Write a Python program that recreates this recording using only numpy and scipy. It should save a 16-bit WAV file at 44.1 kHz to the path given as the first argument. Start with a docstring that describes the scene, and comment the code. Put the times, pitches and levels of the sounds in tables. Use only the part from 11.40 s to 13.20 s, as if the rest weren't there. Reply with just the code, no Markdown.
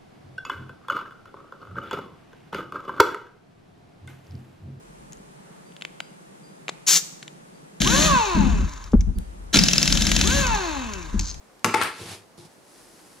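"""A quiet small room first, then a bar of soap drops into a plastic tub left of centre, tumbles and skids to rest.
Wet hands land on bubble wrap, wipe across it, scoop up a soapy lump of wool and roll it between the palms.
Tub and table are struck resonators; cracks, ticks and lather are short noise; rubbing is a dense rain of tiny slips.
The soap's knocks, cracks, ticks and thuds excite a diffuse room; air noise lies under everything."""
import sys
import numpy as np
from scipy import signal
from scipy.fft import rfft, irfft
from scipy.io import wavfile

SR = 44100
rng = np.random.default_rng(int(sys.argv[2]) if len(sys.argv) > 2 else 0)


def digitize_waveform(pressure):
    """Quantize a signal to 16-bit integers and store it at the path in sys.argv[1].

    Rows of a 2-D input are taken as channels; values are limited to [-1, 1].
    """
    field = np.atleast_2d(pressure).T
    bounded = np.clip(field, -1, 1)
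    quanta = np.round(bounded * 32767).astype(np.int16)
    wavfile.write(sys.argv[1], SR, quanta)


N = 79380
TIME = np.arange(N) / SR

# soap strikes the tub: start_s, ring_db, centre_hz of the favoured modes, crack_db, thud_db
SOAP_KNOCKS = [(0.2451, -18.5, 1570, -6.5, -29), (0.251, -28.5, 1710, -29, -22),
               (0.3406, -19.5, 950, -21, -31.5), (.3429, -23.5, 960, -19, -30.5),
               (0.3453, -20, 940, -18, -28), (0.4073, -32.5, 1660, -35, -34.5),
               (0.4147, -22.5, 2100, -17, -44.5)]
# wet ticks of the soap: start_s, level_db
SOAP_TICKS = [(.194, -52), (.2511, -24), (.2601, -28), (.3462, -26.5), (.4238, -29), (.4345, -24),
              (.4437, -31.5)]
# modes of the tub walls: pitch_hz, level_db, t60_s
TUB_MODES = [(730, -9, .05), (886, 0, .065), (1020, -12, .05), (1120, 0, .06), (1360, -1, .06),
             (1500, -10, .05), (1640, -6, .045), (1813, -7, .05), (1935, -3, .04), (2080, -4, .035),
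             (2300, -4, .025), (3280, -6, .018), (4065, -2, .018), (4950, 2, .014)]
# crack of soap on plastic: pitch_hz, relative level_db
CRACK_SPECTRUM = [(300, -13), (1000, 1.5), (2300, 10), (3200, -6.5), (5500, -1), (7500, -6.5),
                  (11000, -12.5), (16000, -63)]
# wet tick: pitch_hz, relative level_db
TICK_SPECTRUM = [(1000, -8), (4000, 3), (8500, -4), (12000, 1), (16000, -34)]
# thud of the tub's base: pitch_hz, relative level_db
THUD_SPECTRUM = [(60, -24), (110, -11), (190, 5.5), (280, -0.5), (350, 3.5), (480, 4.5), (580, -11),
                 (750, -6), (1200, -16), (3000, -39.5)]
# soap skidding to rest: time_s, level_db
SKID_CURVE = [(.355, -37), (.375, -29.5), (.40, -37), (.425, -21), (.44, -28.5), (.475, -29.5), (.50, -39),
              (.62, -61), (.7, -100)]
# skidding soap: pitch_hz, relative level_db
SKID_SPECTRUM = [(100, -9), (200, -22), (450, -3.5), (600, -9), (1200, 3.5), (2000, 2.5), (3000, -4),
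                 (5000, -13), (6700, -22), (9000, -9), (12000, -24.5), (16000, -50)]
# modes of the table: pitch_hz, level_db, t60_s
TABLE_MODES = [(107.6, -11, 0.33), (167, -7, 0.19), (227, -3.5, 0.028), (347.2, -5.5, 0.21),
               (395, -15.5, 0.065)]
# hands press on the table: start_s, level_db, contact_brightness_hz
HAND_PRESSES = [(0.603, -37, 500), (.617, -32.5, 200), (.655, -30.5, 132), (0.714, -38.5, 503),
                (0.98, -41, 700), (1, -46, 200)]
# table rumbling under the palms: time_s, level_db
DRAG_CURVE = [(.58, -75), (.61, -42), (.66, -43.5), (.72, -42.5), (.78, -52), (.83, -60), (.9, -96)]
# table rumble: pitch_hz, relative level_db
DRAG_SPECTRUM = [(40, -23), (70, -19), (88, 5), (106, 9), (125, -8.5), (170, -3), (290, -11.5), (360, -5),
                 (450, -3.5), (900, -59)]
# palms wiping over the wrap: time_s, level_db
WIPE_CURVE = [(.50, -65), (.57, -46.5), (.612, -42), (.645, -43), (.718, -38.5), (.75, -42), (.78, -49.5),
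              (.84, -63.5), (.9, -92.5)]
# wiped wrap: pitch_hz, relative level_db
WIPE_SPECTRUM = [(200, -9), (370, 0.5), (550, -1), (830, 2.5), (1400, -2.5), (2500, 0), (5000, -2),
                 (7000, -5.5), (10500, -6), (13000, -18.5), (16000, -39)]
# fingers scooping up the wool: time_s, level_db
SCOOP_CURVE = [(.968, -75), (.977, -51), (.981, -47), (1.006, -49), (1.046, -52.5), (1.053, -47),
               (1.075, -57), (1.14, -69), (1.2, -98)]
# scooped wool: pitch_hz, relative level_db
SCOOP_SPECTRUM = [(60, -14), (170, 9.5), (250, -18), (350, 6.5), (600, -13), (850, -3), (1400, -16),
                  (2800, -13), (5000, -9), (7000, -15), (10500, -14), (16000, -45)]
# wool rolling between the palms: time_s, level_db
ROLL_CURVE = [(1.03, -91), (1.10, -62.5), (1.23, -63.5), (1.29, -56.5), (1.38, -53.5), (1.5, -55.5),
              (1.6, -55), (1.64, -55.5), (1.72, -54.5), (1.8, -56)]
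# rolled wool: pitch_hz, relative level_db
ROLL_SPECTRUM = [(100, -39), (330, 8.5), (600, -12), (1100, -7), (1800, -8), (3500, -10.5), (5000, -5.5),
                 (7000, -8), (10500, -5.5), (13000, -17.5), (16000, -34)]
# lather squelching as the palms turn: peak_s, level_db
LATHER_SQUELCHES = [(1.335, -74), (1.41, -57), (1.595, -54.5), (1.665, -57.5), (1.725, -59)]
# squelch: pitch_hz, relative level_db
SQUELCH_SPECTRUM = [(150, -1), (500, -6), (1100, 0.5), (2000, -10.5), (3500, -13), (12000, -28)]
# the room's tail: pitch_hz, relative level_db, t60_s, left_right_likeness (0 to 1)
ROOM_TAIL = [(98, 2.5, 0.39, 0.97), (348, 3, 0.51, 0.99), (700, 4.5, 0.35, 1), (1620, 3, 0.5, .65),
             (4500, 0, 0.72, 0.67), (9800, 0, 0.35, 0.18)]
# room air: pitch_hz, relative level_db
AIR_SPECTRUM = [(25, 1.5), (40, 11), (64, -10), (110, -7), (180, 0), (330, -2), (500, -2), (800, -4.5),
                (1500, -10.5), (3200, -18), (5000, -18), (10000, -22), (13000, -28), (16000, -38)]
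# room air: pitch_hz, left_right_likeness (0 to 1)
AIR_STEREO = [(30, 0.46), (90, 0.62), (300, 0.45), (1000, 0.18), (4000, 0.13), (12000, 0.37)]

TUB_PAN_DB, TUB_WIDTH_DB = 6, -12  # left over right; side part of cracks and ticks
STRIKE_FOCUS_DB = 5.5  # loss of a mode one octave from the centre of the strike
MODE_STAGGER_S = 0.00031  # modes start at random up to this far apart, softening the onset
CRACK_T60_S, TICK_T60_S, THUD_T60_S = 0.016, 0.019, 0.057
TABLE_SHAKE_DB = -3  # blow on the table relative to the thud
MUFFLE_HZ = 880
GRAINS_PER_S, HANDS_LIKENESS = 6000, 0.62
SQUELCH_SWELL_S = 0.015
ROOM_DB, ROOM_DELAY_S, ROOM_BUILD_S = -5, 0.0046, 0.0072
AIR_DB = -53.5
LOW_CUT_HZ, CUTOFF_HZ = 70, 15700


def soap():
    """The bar makes the tub walls ring and crack, the base thud and shake the table; its wet underside ticks."""
    lags = MODE_STAGGER_S * rng.random(len(TUB_MODES))
    walls = sum(strike(s, db, hz, lags) for s, db, hz, _, _ in SOAP_KNOCKS)

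    crack_events = [(s, db) for s, _, _, db, _ in SOAP_KNOCKS]
    crack = colour(rng.standard_normal((2, N)), CRACK_SPECTRUM) * bursts(crack_events, CRACK_T60_S)
    ticks = colour(rng.standard_normal((2, N)), TICK_SPECTRUM) * bursts(SOAP_TICKS, TICK_T60_S)

    landings = [(s, db) for s, _, _, _, db in SOAP_KNOCKS]
    base = colour(rng.standard_normal(N), THUD_SPECTRUM) * bursts(landings, THUD_T60_S)
    shake = sum(blow(s, db + TABLE_SHAKE_DB, soft_hz=600) for s, db in landings)
    thud = base + table(shake)

    # one noise channel is the panned middle, the other the stereo side
    snap, spread = crack + ticks
    side = from_db(TUB_WIDTH_DB) * spread * [[1], [-1]]
    direct = (walls + snap) * pan(TUB_PAN_DB) + side + thud
    skid = friction(SKID_CURVE, SKID_SPECTRUM, grain_db=3.5) * pan(db=4)
    return direct + room(walls + snap + thud) + skid


def strike(s, db, centre_hz, lags):
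    """Each place on the tub favours the modes near one pitch; staggered starts soften the onset."""
    out = 0
    for (hz, mode_db, t60), lag in zip(TUB_MODES, lags):
        loss = STRIKE_FOCUS_DB * np.log2(hz / centre_hz) ** 2
        force = blow(s + lag, db - loss, soft_hz=9000)
        out = out + ring(force, [(hz, mode_db, t60)])
    softness = signal.butter(2, min(3.3 * centre_hz, SR / 4), fs=SR, output="sos")
    return signal.sosfilt(softness, out)


def hands():
    """Palms press on the table and wipe the wrap, then pick up the wool and roll it."""
    thuds = table(sum(blow(*press) for press in HAND_PRESSES))
    rumble = level(DRAG_CURVE) * colour(rng.standard_normal(N), DRAG_SPECTRUM)
    wipe = friction(WIPE_CURVE, WIPE_SPECTRUM, grain_db=0.0)
    scoop = friction(SCOOP_CURVE, SCOOP_SPECTRUM, grain_db=0.5)
    roll = friction(ROLL_CURVE, ROLL_SPECTRUM, grain_db=-1.0)
    return thuds + rumble + wipe + scoop + roll + squelches()


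def friction(curve, spectrum, grain_db):
    """A rubbed surface: dense tiny random slips of uneven size, under a level curve."""
    sizes_db = grain_db * np.minimum(rng.exponential(1, (2, N)), 4)
    sizes = from_db(sizes_db) * rng.choice([-1, 1], (2, N))
    slips = sizes * (rng.random((2, N)) < GRAINS_PER_S / SR)
    return level(curve) * stereo(colour(slips, spectrum), HANDS_LIKENESS)


def squelches():
    """Short bell-shaped swells of wet noise from the lather."""
    swell = sum(from_db(db) * np.exp(-0.5 * ((TIME - s) / SQUELCH_SWELL_S) ** 2)
                for s, db in LATHER_SQUELCHES)
    wet = colour(rng.standard_normal((2, N)), SQUELCH_SPECTRUM)
    return swell * stereo(wet, HANDS_LIKENESS)


def table(force):
    """The table booms in its modes, muffled by the mat and wrap."""
    muffle = signal.butter(2, MUFFLE_HZ, fs=SR, output="sos")
    return signal.sosfilt(muffle, ring(force, TABLE_MODES))


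def room(x):
    """Diffuse reflections that build up, then die away at a rate set octave by octave."""
    tail, hz = 0, np.fft.rfftfreq(N, 1 / SR)
    white = stereo(rfft(rng.standard_normal((2, N))), at_hz(ROOM_TAIL, hz, axis=3))
    for low in 40 * 2 ** np.arange(9):
        centre = low * np.sqrt(2)
        band = irfft(white * ((hz >= low) & (hz < 2 * low)), N)
        decay = bursts([(0.003, at_hz(ROOM_TAIL, centre))], at_hz(ROOM_TAIL, centre, axis=2))
        tail = tail + band * decay
    build_up = np.clip((TIME - ROOM_DELAY_S) / ROOM_BUILD_S, 0, 1)
    tail = rms_one(tail * build_up) / np.sqrt(N)  # unit energy
    return from_db(ROOM_DB) * signal.fftconvolve(tail, x[None], axes=1)[:, :N]


def air():
    """The quiet low rumble and hiss of the room: steady noise, its left-right likeness varying with pitch."""
    noise = rfft(colour(rng.standard_normal((2, N)), AIR_SPECTRUM))
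    likeness = at_hz(AIR_STEREO, np.fft.rfftfreq(N, 1 / SR))
    return from_db(AIR_DB) * irfft(stereo(noise, likeness), N)


def blow(s, db, soft_hz):
    """One contact: a click rounded off by its softness."""
    click, r = np.zeros(N), np.exp(-2 * np.pi * soft_hz / SR)
    click[int(s * SR)] = from_db(db)
    return signal.lfilter([1 - r], [1, -r], click + 1e-18)


def ring(force, modes):
    """A body rings in its modes, each a two-pole resonator driven by the force."""
    out = 0
    for hz, db, t60 in modes:
        r, w = from_db(-60 / (t60 * SR)), 2 * np.pi * hz / SR  # decay and turn per sample
        mode = signal.lfilter([1, -r * np.cos(w)], [1, -2 * r * np.cos(w), r * r], force)
        out = out + from_db(db) * mode
    return out


def bursts(events, t60):
    """Envelope of sudden onsets that die away by 60 dB in t60 seconds."""
    return sum(from_db(db) * (TIME >= s) * np.exp(-np.log(1000) * np.abs(TIME - s) / t60)
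               for s, db in events)


def level(points):
    """Gain along a level curve, silent before it starts."""
    return from_db(np.interp(TIME, *np.transpose(points), left=-np.inf))


def colour(x, spectrum):
    """Give a steady noise a spectrum; unit power."""
    gain = from_db(at_hz(spectrum, np.fft.rfftfreq(N, 1 / SR)))
    return rms_one(irfft(rfft(x) * gain, N))


def stereo(pair, likeness):
    """Two unrelated signals, as middle and side, become left and right of a given likeness."""
    c = np.clip(likeness, 0, 0.995)
    middle = np.sqrt((1 + c) / 2) * pair[0]
    side = np.sqrt((1 - c) / 2) * pair[1]
    return middle + side * np.array([[1], [-1]])


def pan(db):
    """Left and right gains for a level difference, positive to the left."""
    return from_db([[db / 2], [-db / 2]])


def at_hz(points, hz, axis=1):
    """Read a column of a table on a log-frequency axis."""
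    rows = np.array(points)
    return np.interp(np.log(np.maximum(hz, 1)), np.log(rows[:, 0]), rows[:, axis])


def rms_one(x):
    """Scale to unit power."""
    return x / np.sqrt(np.mean(x ** 2) + 1e-20)


def from_db(db):
    """Decibels to gain."""
    return 10 ** (np.asarray(db) / 20)


def scene():
    """Soap, hands and room air together."""
    return soap() + hands() + air()


def record(dry):
    """The microphone loses the deep bass and clips just below full scale; the top treble is cut steeply."""
    thin = signal.sosfilt(signal.butter(3, LOW_CUT_HZ, "high", fs=SR, output="sos"), dry)
    clipped = np.clip(thin, -0.87, 0.87)
    treble_cut = signal.ellip(10, 0.1, 80, CUTOFF_HZ, fs=SR, output="sos")
    return signal.sosfilt(treble_cut, clipped)


dry = scene()
out = record(dry)
digitize_waveform(out)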